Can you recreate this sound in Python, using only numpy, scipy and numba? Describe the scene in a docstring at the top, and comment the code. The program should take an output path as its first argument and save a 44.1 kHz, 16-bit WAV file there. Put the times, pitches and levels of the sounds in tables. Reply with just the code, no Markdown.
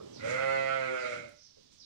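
"""A hoof knocks in a stone-walled yard over a faint low rumble, and a small bird chirps farther off.
Off to the right a goat gives one long harsh bleat, its vocal folds pulsing through a resonant throat.
The voice scoops up hoarsely over a scuff of dirt, settles on a clean low pitch, then sags and breaks
into a quavering rasp as a bird chirps again. After it come a crunch of straw, two more chirps
and hooves shuffling softly in the dry dirt."""
import sys
import numpy as np
from scipy import signal
from scipy.fft import rfft, irfft
from scipy.io import wavfile
from scipy.ndimage import map_coordinates
from numba import njit

SR = 44100
rng = np.random.default_rng(int(sys.argv[2]) if len(sys.argv) > 2 else 0)


def store_pcm(level_fs):
    """Save levels as 16-bit WAV."""
    pcm = np.round(np.clip(level_fs, -1, 1) * 32767).astype(np.int16)
    wavfile.write(sys.argv[1], SR, np.atleast_2d(pcm).T)


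N = 81585
TIME_S = np.arange(N) / SR
BIN_HZ = np.maximum(np.arange(N + 1) * SR / (2 * N), 1)


def undb(db):
    return 10 ** (np.asarray(db) / 20)


def unit(x):
    return x / np.sqrt(np.mean(x ** 2) + 1e-20)


def curve(rows, column=1):
    """An envelope: one column of a table, joined by straight lines in time."""
    rows = np.array(rows)
    return np.interp(TIME_S, rows[:, 0], rows[:, column])


def swell(start_s, length_s):
    """A rounded rise and fall."""
    return np.sin(np.pi * np.clip((TIME_S - start_s) / length_s, 0, 1))


def wander(hz):
    """Smooth random motion with spread 1."""
    return unit(np.interp(TIME_S * hz, np.arange(N), rng.standard_normal(N)))


def per_bin(rows, column=1):
    """One column of a table, spread over the spectrum on a log frequency scale."""
    rows = np.array(rows)
    return np.interp(np.log(BIN_HZ), np.log(rows[:, 0]), rows[:, column])


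def equalise(x, eq):
    """Filter by a (freq_hz, gain_db) curve."""
    return irfft(rfft(x, 2 * N) * undb(per_bin(eq)))[:N]


def noise(eq):
    return unit(equalise(rng.standard_normal(N), eq))


def delay(x, seconds):
    return map_coordinates(x, [np.arange(N) - seconds * SR], order=3)


@njit
def bandpass(x, hz, width_hz):
    """State-variable band-pass with a moving centre."""
    y, band, low = np.empty(len(x)), 0., 0.
    for i in range(len(x)):
        tuning, damping = np.tan(np.pi * hz[i] / SR), width_hz / hz[i]
        v = (band + tuning * (x[i] - low)) / (1 + tuning * (tuning + damping))
        band, low = 2 * v - band, low + 2 * tuning * v
        y[i] = damping * v
    return y


def resonate(x, hz, width_hz):
    """A band-pass applied twice, for steep skirts."""
    hz = hz * np.ones(N)
    return bandpass(bandpass(x, hz, float(width_hz)), hz, float(width_hz))


# Shadow on the left channel: freq_hz, gain_db, lag_s
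LEFT_SHADOW = [(100, -3.5, .00085), (400, -3.8, .0012), (600, -3.8, .00115), (670, -6.5, .0007),
               (1300, -6, .00084), (2300, -10.5, .00084), (4200, -9, .00084), (8000, -12, .00084)]

def to_left(x):
    """Sound from the right reaches the left later and duller, by a lag that varies with frequency."""
    lag = np.exp(-2j * np.pi * BIN_HZ * per_bin(LEFT_SHADOW, column=2))
    return irfft(rfft(x, 2 * N) * undb(per_bin(LEFT_SHADOW)) * lag)[:N]


# Slaps off the nearby walls: delay_s, gain_db
WALL_ECHOES = [(.0075, -13), (.0298, -10.5)]
# Tone of the reverb tail: freq_hz, gain_db
TAIL_EQ = [(100, -13), (650, -8), (1400, -1), (2200, 2), (4000, 3), (12000, 3)]

def yard(x, wet_db):
    """Places a source on the right, among stone walls that return echoes and a short diffuse tail."""
    t60_s, build_s = .42, .0041
    fade = np.exp(-np.log(1000) * TIME_S / t60_s) * (1 - np.exp(-TIME_S / build_s))
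    early = x + sum(undb(db) * delay(x, seconds) for seconds, db in WALL_ECHOES)
    send = undb(wet_db) * equalise(x, TAIL_EQ)
    impulses = [unit(rng.standard_normal(N) * fade) / np.sqrt(N) for _ in range(2)]
    left, right = (signal.fftconvolve(send, impulse)[:N] for impulse in impulses)
    return np.array([to_left(early + left), early + right]) / np.hypot(1, undb(wet_db))


# Ride of the low rustle and rumble: time_s, level_db
RUMBLE_LEVEL = [(0, -47.5), (.15, -49.5), (.3, -41.5), (.5, -51), (.95, -60), (1.2, -52.5), (1.33, -60.5),
                (1.42, -75), (1.6, -69), (1.85, -68.5)]
# Tone of the rumble: freq_hz, gain_db
RUMBLE_EQ = [(20, -32), (45, -17), (90, 8), (160, 5), (250, 8.5), (400, 8), (800, -3.5), (1700, -23),
             (2600, -44), (8000, -38)]
# Wash of distant birds and yard hiss: freq_hz, gain_db
HISS_EQ = [(100, 14.5), (500, -6), (1200, -3), (2500, -0.5), (3600, 8), (5000, 10.5), (6100, 7.5),
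           (7200, -5), (10000, -13), (13000, -35), (15500, -8)]

def background():
    """The bed: a low rumble common to both sides, under a diffuse, faintly flickering hiss."""
    hiss_db, flicker_db = -62, 1
    rumble = noise(RUMBLE_EQ) * undb(curve(RUMBLE_LEVEL))
    left, right = (noise(HISS_EQ) * undb(hiss_db + flicker_db * wander(hz=12.37)) for _ in range(2))
    return np.array([to_left(rumble) + undb(-11.5) * left, rumble + right])


# Bird calls: start_s, length_s, first_pitch_hz, last_pitch_hz, level_db
BIRD_CHIRPS = [(.114, 0.098, 6040, 3240, -51.5), (0.95, 0.15, 5480, 3510, -54),
               (1.341, .18, 5710, 5320, -57.5), (1.77, 0.1, 6154, 3086, -52)]

def birds():
    """Falling whistles, made harsh by a fast, irregular warble."""
    out = 0
    for start, length, first_hz, last_hz, db in BIRD_CHIRPS:
        glide_hz = curve([(start, first_hz), (start + length, last_hz)])
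        hz = glide_hz * (1 + .085 * wander(hz=805))
        whistle = unit(np.sin(2 * np.pi * np.cumsum(hz) / SR))
        out = out + undb(db) * swell(start, length) * whistle
    return out


# Hooves dragging in dirt: start_s, length_s, level_db
HOOF_SCUFFS = [(0.276, 0.051, -46), (1.263, 0.034, -70.5), (1.711, .047, -60)]
# Tone of dry grit: freq_hz, gain_db
GRIT_EQ = [(500, -36), (2500, -9.5), (6500, 0.5), (9000, -10), (12000, -33), (15000, -23)]

def scuffs():
    """Hooves scrape dry dirt in short swells of bright, grainy noise."""
    spread_db = 3
    grains = rng.standard_normal(N) * undb(spread_db * wander(hz=1100))
    grit = unit(equalise(grains, GRIT_EQ))
    return grit * sum(undb(db) * swell(start, length) for start, length, db in HOOF_SCUFFS)


# Tone of crunching straw: freq_hz, gain_db
STRAW_EQ = [(2000, -4), (6000, -15), (8000, -1), (11000, -11), (12500, -20)]

def straw():
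    """Straw crunches in one small, crisp tick."""
    return undb(-56) * swell(start_s=1.289, length_s=.008) * noise(STRAW_EQ)


# Soft bumps: start_s, centre_hz, decay_s, level_db
HOOF_KNOCKS = [(0, 1280, 0.01, -48), (0, 431, 0.065, -44), (1.569, 464, 0.028, -54.5),
               (1.64, 213, 0.015, -54.5)]

def knocks():
    """Hooves and bodies knock dully, each a band of noise that dies away fast."""
    attack_s = .0026
    out = 0
    for start, hz, decay_s, db in HOOF_KNOCKS:
        age = np.maximum(TIME_S - start, 0)
        envelope = (1 - np.exp(-age / attack_s)) * np.exp(-age / decay_s)
        body = unit(resonate(rng.standard_normal(N), hz, width_hz=.28 * hz))
        out = out + undb(db) * envelope * body
    return out


# Ride of the breath: time_s, level_db
BREATH_LEVEL = [(.19, -61), (.25, -47.5), (.31, -50), (.4, -52), (.5, -54), (.8, -57.5), (1.0, -53),
                (1.13, -51), (1.24, -68), (1.3, -63)]
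# Tone of the breathy hiss: freq_hz, gain_db
BREATHY_HISS_EQ = [(300, -48), (1500, -10.5), (2600, -14.5), (3200, -10.5), (4200, -16), (6500, -14.5),
                   (8500, -21.5), (10000, -28.5), (11000, -98), (15000, -56)]

def breath(puffs):
    """Air rushes through the goat's mouth, hissing once per cycle of the folds."""
    return puffs * noise(BREATHY_HISS_EQ) * undb(curve(BREATH_LEVEL))


# Tone of the rasp: freq_hz, gain_db
RASP_EQ = [(100, -20), (700, -15), (1400, 0), (2400, 1), (4000, -2), (8000, -3)]

def vocal_folds(phase, hz, rough, puffs):
    """One sharp pulse per cycle; hoarseness makes the pulses uneven and blends in puffs of noise."""
    shimmer_db = 3 * rough
    rasp_gain = undb(9) * rough
    pulses = np.sinc((phase - .5) * SR / hz / 2) * np.sin(np.pi * phase) ** 2
    pulses = unit(pulses * undb(shimmer_db * wander(hz.mean())))
    return (pulses + rasp_gain * puffs * noise(RASP_EQ)) / np.hypot(1, rasp_gain)


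# Middle throat resonances: first_hz, sagged_hz, width_hz, relative_db
THROAT_MIDS = [(870, 780, 430, 1.5), (1378, 1363, 199, 12.5)]
# Upper throat resonances: first_hz, sagged_hz, width_hz, relative_db
THROAT_HIGHS = [(2034, 2163, 373, 3), (2482, 2420, 80, -1), (3064, 3900, 133, -17),
                (4260, 3820, 680, -19.5), (6200, 3500, 1760, -34.5)]
# Swell and quaver of the bleat: time_s, mids_level_db, highs_level_db
THROAT_LEVELS = [(.1, -100, -100), (.17, -72.5, -70), (.21, -46, -44.5), (.25, -40.5, -40), (.31, -33, -36),
                 (.4, -33, -35.5), (.56, -31.5, -34), (.63, -42, -38), (.69, -33.5, -32), (.79, -38, -38.5),
                 (.835, -32, -34), (.91, -41.5, -46.5), (.95, -32.5, -37), (1.01, -43.5, -41),
                 (1.06, -35, -33.5), (1.095, -61, -51.5), (1.125, -36.5, -36.5), (1.155, -38.5, -53),
                 (1.19, -53, -48.5), (1.255, -60, -60), (1.29, -100, -98)]

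def throat(buzz):
    """The folds' buzz rings two groups of resonances, which slide as the call sags."""
    sag = curve([(.7, 0), (1.15, 1)])
    out = 0
    for column, formants in enumerate([THROAT_MIDS, THROAT_HIGHS], start=1):
        vowel = sum(undb(db) * resonate(buzz, first_hz + (sagged_hz - first_hz) * sag, width_hz)
                    for first_hz, sagged_hz, width_hz, db in formants)
        out = out + unit(vowel) * undb(curve(THROAT_LEVELS, column))
    return out


# Rides of the five lowest harmonics; the fifth carries the opening and last push: time_s, level_db
HARMONIC_1 = [(.16, -100), (.25, -49.5), (.45, -53.5), (.88, -54.5), (.97, -71), (1.08, -62.5), (1.25, -57),
              (1.36, -110)]
HARMONIC_2 = [(.2, -64), (0.301, -52.5), (.8, -58), (.89, -48), (1.2, -62)]
HARMONIC_3 = [(.25, -62), (0.541, -39), (.7, -51.5), (.83, -49), (0.929, -32), (.99, -38), (1.03, -55),
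              (1.25, -60)]
HARMONIC_4 = [(.2, -54), (0.279, -35), (0.321, -30.5), (0.489, -32.5), (.63, -34.5), (0.722, -36.5),
              (0.832, -30), (0.888, -35), (0.942, -31.5), (1.0, -41.5), (1.06, -33), (1.171, -43.5),
              (1.22, -62.5)]
HARMONIC_5 = [(.17, -83), (.22, -51), (.245, -32), (.29, -35.5), (.35, -35.5), (.42, -41.5), (.72, -35),
              (.85, -38), (.96, -38), (1.02, -40.5), (1.065, -37), (1.13, -34.5), (1.168, -39), (1.19, -47),
              (1.26, -43), (1.29, -93)]
# A higher harmonic rings out as it meets a resonance: start_s, length_s, resonance_hz, level_db
OVERTONE_RINGS = [(0.343, 0.018, 2070, -28.5), (0.453, 0.094, 1350, -32.5), (0.658, 0.099, 1335, -32.5),
                  (1.034, 0.027, 1365, -39.5)]

def voice_body(phase, hz, rough):
    """Firm low harmonics that flutter and growl when hoarse, and higher ones that ring out briefly."""
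    def harmonic(number):
        return unit(np.sin(2 * np.pi * number * phase))

    flutter_db = 5 * rough
    out = 0
    for number, levels in enumerate([HARMONIC_1, HARMONIC_2, HARMONIC_3, HARMONIC_4, HARMONIC_5], 1):
        out = out + harmonic(number) * undb(curve(levels) + flutter_db * wander(hz=70))
    # Noise in the lowest throat resonance follows the fifth harmonic's ride.
    growl = unit(resonate(rng.standard_normal(N), hz=570, width_hz=220))
    out = out + growl * rough * undb(curve(HARMONIC_5) - 4)
    for start, length, resonance_hz, db in OVERTONE_RINGS:
        envelope = swell(start, length)
        nearest = np.round(resonance_hz / hz[np.argmax(envelope)])
        out = out + undb(db) * envelope * harmonic(nearest)
    return out


# Scoop, hold and sag of the vocal folds: time_s, pitch_hz
BLEAT_PITCH = [(.2, 104.7), (.25, 111.4), (.29, 120.4), (.33, 127.3), (.39, 133.3), (.45, 135.1),
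               (.52, 135.5), (.68, 134), (.76, 132.9), (.87, 129.7), (.95, 128.4), (1.01, 125.8),
               (1.12, 121.3), (1.27, 116.5)]
# Hoarseness, from 0 (clean) to 1: time_s, roughness
BLEAT_ROUGHNESS = [(.2, .5), (.3, .38), (.37, .22), (.45, .06), (.78, .06), (.95, .12), (1.02, .28),
                   (1.27, .6)]

def goat():
    """One bleat: the folds' cycle, jittery when hoarse, drives throat, breath and low harmonics."""
    rough = curve(BLEAT_ROUGHNESS)
    waver, jitter = .0016, .024 * rough  # shares of the pitch
    hz = curve(BLEAT_PITCH) * (1 + waver * wander(hz=25))
    phase = np.cumsum(hz * (1 + jitter * wander(hz.mean()))) / SR % 1
    puff_decay_cycles = .92
    puffs = unit(np.exp(-((phase + .5) % 1) / puff_decay_cycles))  # each starts on a fold pulse
    voice = throat(vocal_folds(phase, hz, rough, puffs)) + breath(puffs)
    release_s, release_db_per_s = 1.26, 394
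    release = undb(-release_db_per_s * np.maximum(TIME_S - release_s, 0))
    edge = yard(voice * release, wet_db=3.5)
    body = yard(voice_body(phase, hz, rough) * release, wet_db=-1)
    return edge + body


def scene():
    """Goat, birds and hooves share the yard, over the background bed."""
    bleat = goat()
    chirps = yard(birds(), wet_db=-.5)
    hooves = yard(scuffs() + straw() + knocks(), wet_db=-5.5)
    return bleat + chirps + hooves + background()


def record(dry):
    """A steep low-pass trims the very top."""
    cutoff_hz = 15550
    return signal.sosfilt(signal.ellip(10, .2, 70, cutoff_hz, fs=SR, output="sos"), dry)


dry = scene()
out = record(dry)
store_pcm(out)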